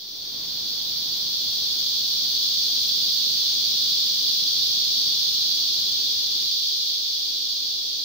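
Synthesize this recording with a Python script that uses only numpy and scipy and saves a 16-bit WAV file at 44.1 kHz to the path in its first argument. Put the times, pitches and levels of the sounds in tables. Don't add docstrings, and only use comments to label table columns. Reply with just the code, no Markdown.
import sys
import numpy as np
from scipy import signal
from scipy.fft import rfft, irfft, next_fast_len
from scipy.io import wavfile
from scipy.ndimage import uniform_filter1d

SR = 44100
rng = np.random.default_rng(int(sys.argv[2]) if len(sys.argv) > 2 else 0)


def persist_wave(psi):
    counts = np.round(np.clip(psi, -1, 1) * 32767).astype(np.int16)
    wavfile.write(sys.argv[1], SR, np.atleast_2d(counts).T)


N = 354563
TIME_S = np.arange(N) / SR
FFT_SIZE = next_fast_len(N)
BIN_HZ = np.fft.rfftfreq(FFT_SIZE, 1 / SR)


def gain_of(db):
    return 10 ** (np.asarray(db) / 20)


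def unit_rms(x):
    return x / np.sqrt(np.mean(x ** 2) + 1e-20)


def over_time(rows):
    return np.interp(TIME_S, *np.transpose(rows))


def over_frequency(rows):
    hz, db = np.transpose(rows)
    return np.interp(np.log(BIN_HZ + 1), np.log(hz + 1), db)


def coloured(x, spectrum):
    shaped = rfft(x, FFT_SIZE) * gain_of(over_frequency(spectrum))
    return unit_rms(irfft(shaped, FFT_SIZE)[..., :N])


def heard_by_pair(a, b, coherence, from_left):
    spacing_m, sound_m_per_s, right_lag_s = 0.172, 343, 0.00029
    around = (1 - from_left) * np.sinc(2 * BIN_HZ * spacing_m / sound_m_per_s)
    side = from_left * np.exp(-2j * np.pi * BIN_HZ * right_lag_s)
    alike = coherence * (around + side)
    unlike = np.sqrt(np.clip(1 - abs(alike) ** 2, 0, 1))
    left = rfft(a, FFT_SIZE)
    right = alike * left + unlike * rfft(b, FFT_SIZE)
    return irfft(np.array([left, right]), FFT_SIZE)[:, :N]


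def distant_noise(spectrum, start_db, held_db, coherence, from_left, waver_db=0, rise_s=0.33):
    noise = heard_by_pair(*rng.standard_normal((2, N)), coherence, from_left)
    waver = unit_rms(uniform_filter1d(uniform_filter1d(rng.standard_normal(N), 4000), 4000))
    level_db = over_time([(0, start_db), (rise_s, held_db)])
    return gain_of(level_db + waver_db * waver) * coloured(noise, spectrum)


# frequency in Hz, relative level per Hz in dB.
HUM_SPECTRUM = [(15, -30), (30, -12), (45, -23), (80, -7), (120, -9), (179, -12), (296, -3.5), (450, -7),
                (700, -10), (1230, -15), (2200, -16), (2860, -23), (4840, -100)]


def outdoor_hum():
    return distant_noise(HUM_SPECTRUM, start_db=-59, held_db=-54.5, coherence=0.9, from_left=0.21)


# frequency in Hz, relative level per Hz in dB.
RUMBLE_SPECTRUM = [(15, -46), (25, -9), (27, -20), (70, -4), (179, -2), (344, -5.5), (530, -10),
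                   (1250, -11), (1930, -13), (2200, -14.5), (2860, -16), (4840, -120)]


def distant_rumble(stop_s=6.47, cut_s=0.012):
    rumble = distant_noise(RUMBLE_SPECTRUM, start_db=-66, held_db=-51,
                           coherence=0.99, from_left=0.41, waver_db=0.67)
    return rumble * over_time([(stop_s, 1), (stop_s + cut_s, 0)])


# start in seconds, length in seconds,
# opening pitch in Hz, closing pitch in Hz, level in dB.
WHISTLE_NOTES = [(0, 0.405, 5760, 5830, -52), (0.083, .1, 6100, 6060, -56)]


def far_whistles():
    out = np.zeros(N)
    for start_s, length_s, start_hz, end_hz, db in WHISTLE_NOTES:
        hz = np.linspace(start_hz, end_hz, round(length_s * SR))
        tone = np.sqrt(2) * np.sin(2 * np.pi * (np.cumsum(hz) / SR + rng.random()))
        soft_ends = signal.windows.tukey(len(hz), .4)
        out[round(start_s * SR):][:len(hz)] += gain_of(db) * tone * soft_ends
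    return out


def insect_clicks(count, click_hz, spread, jitter, t60_s, direct_db, near_db):
    near = np.zeros((2, N))
    tail_s = np.arange(SR // 4) / SR
    for _ in range(count):
        drift = unit_rms(uniform_filter1d(rng.standard_normal(N // 256 + 2), 40))
        rate_hz = click_hz * (1 + spread * rng.standard_normal() + jitter * np.repeat(drift, 256)[:N])
        cycles = np.floor(np.cumsum(rate_hz) / SR + rng.random())
        clicks = np.diff(cycles, prepend=cycles[0]) * gain_of(2 * rng.standard_normal(N))
        tails = rng.standard_normal((2, len(tail_s))) * gain_of(-60 * tail_s / t60_s)
        tails /= np.linalg.norm(tails[0])
        arrivals = rng.integers(0, 200, 2)
        tails[[0, 1], arrivals] += gain_of(direct_db)
        near += signal.fftconvolve(clicks[None], tails, axes=1)[:, :N]
    far = rng.standard_normal((2, N))
    return gain_of(near_db) * unit_rms(near) + far


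# frequency in Hz, relative level per Hz in dB.
SIZZLE_SPECTRUM = [(9500, -60), (11200, -29), (12200, -21), (12900, -11), (13600, -8.5), (14200, -4),
                   (14700, 0), (15200, -2), (15700, -4), (17000, -6)]


def high_insects(offset_db=-13.5, swell_share=.9, sag_db_per_s=.5):
    clicks = insect_clicks(count=5, click_hz=500, spread=.03, jitter=.015,
                           t60_s=0.14, direct_db=-10, near_db=-3)
    level_db = offset_db + swell_share * over_time(CHORUS_SWELL) - sag_db_per_s * TIME_S
    return gain_of(level_db) * coloured(clicks, SIZZLE_SPECTRUM)


# time in seconds, level in dB.
CHORUS_SWELL = [(0, -36.5), (.15, -34.5), (.4, -30), (.7, -27.5), (1.5, -24.5), (2.6, -22), (4, -21.5),
                (5.6, -22), (6.3, -23.5), (6.55, -23), (7, -24.5), (8.04, -27)]
# frequency in Hz, relative level per Hz in dB.
BODY_RESONANCE = [(1300, -72), (1900, -40), (2800, -22), (3050, -16.5), (3300, -4), (3600, -4.5),
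                  (3800, -3.5), (4200, -2), (4600, 0), (5100, -5), (6200, -15), (6800, -22.5),
                  (7500, -33.5), (9000, -30.5), (10900, -42.5), (14000, -40)]


def cicadas():
    clicks = insect_clicks(count=6, click_hz=589.4, spread=.02, jitter=.01,
                           t60_s=0.18, direct_db=-2, near_db=-7)
    at_pair = heard_by_pair(*clicks, coherence=0.88, from_left=0.071)
    return gain_of(over_time(CHORUS_SWELL)) * coloured(at_pair, BODY_RESONANCE)


def scene():
    background = outdoor_hum() + distant_rumble()
    return background + cicadas() + high_insects() + far_whistles()


# frequency in Hz, left minus right in dB.
PAIR_BALANCE = [(60, 0), (160, 2), (450, 0), (1200, 2), (2000, -0.5), (3300, 0.5), (4400, -4.5),
                (5500, 4.5), (7000, 6.5), (9000, 3), (12000, -1), (15000, .5)]


def record(dry):
    dc_offset, edge_hz = -0.0008, 15745
    half_db = over_frequency(PAIR_BALANCE) / 2
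    balanced = rfft(dry, FFT_SIZE) * gain_of([half_db, -half_db])
    pair = irfft(balanced, FFT_SIZE)[:, :N] + dc_offset
    lowpass = signal.firwin(4095, edge_hz, window=("kaiser", 10), fs=SR)
    return signal.oaconvolve(pair, lowpass[None], "same")


dry = scene()
out = record(dry)
persist_wave(out)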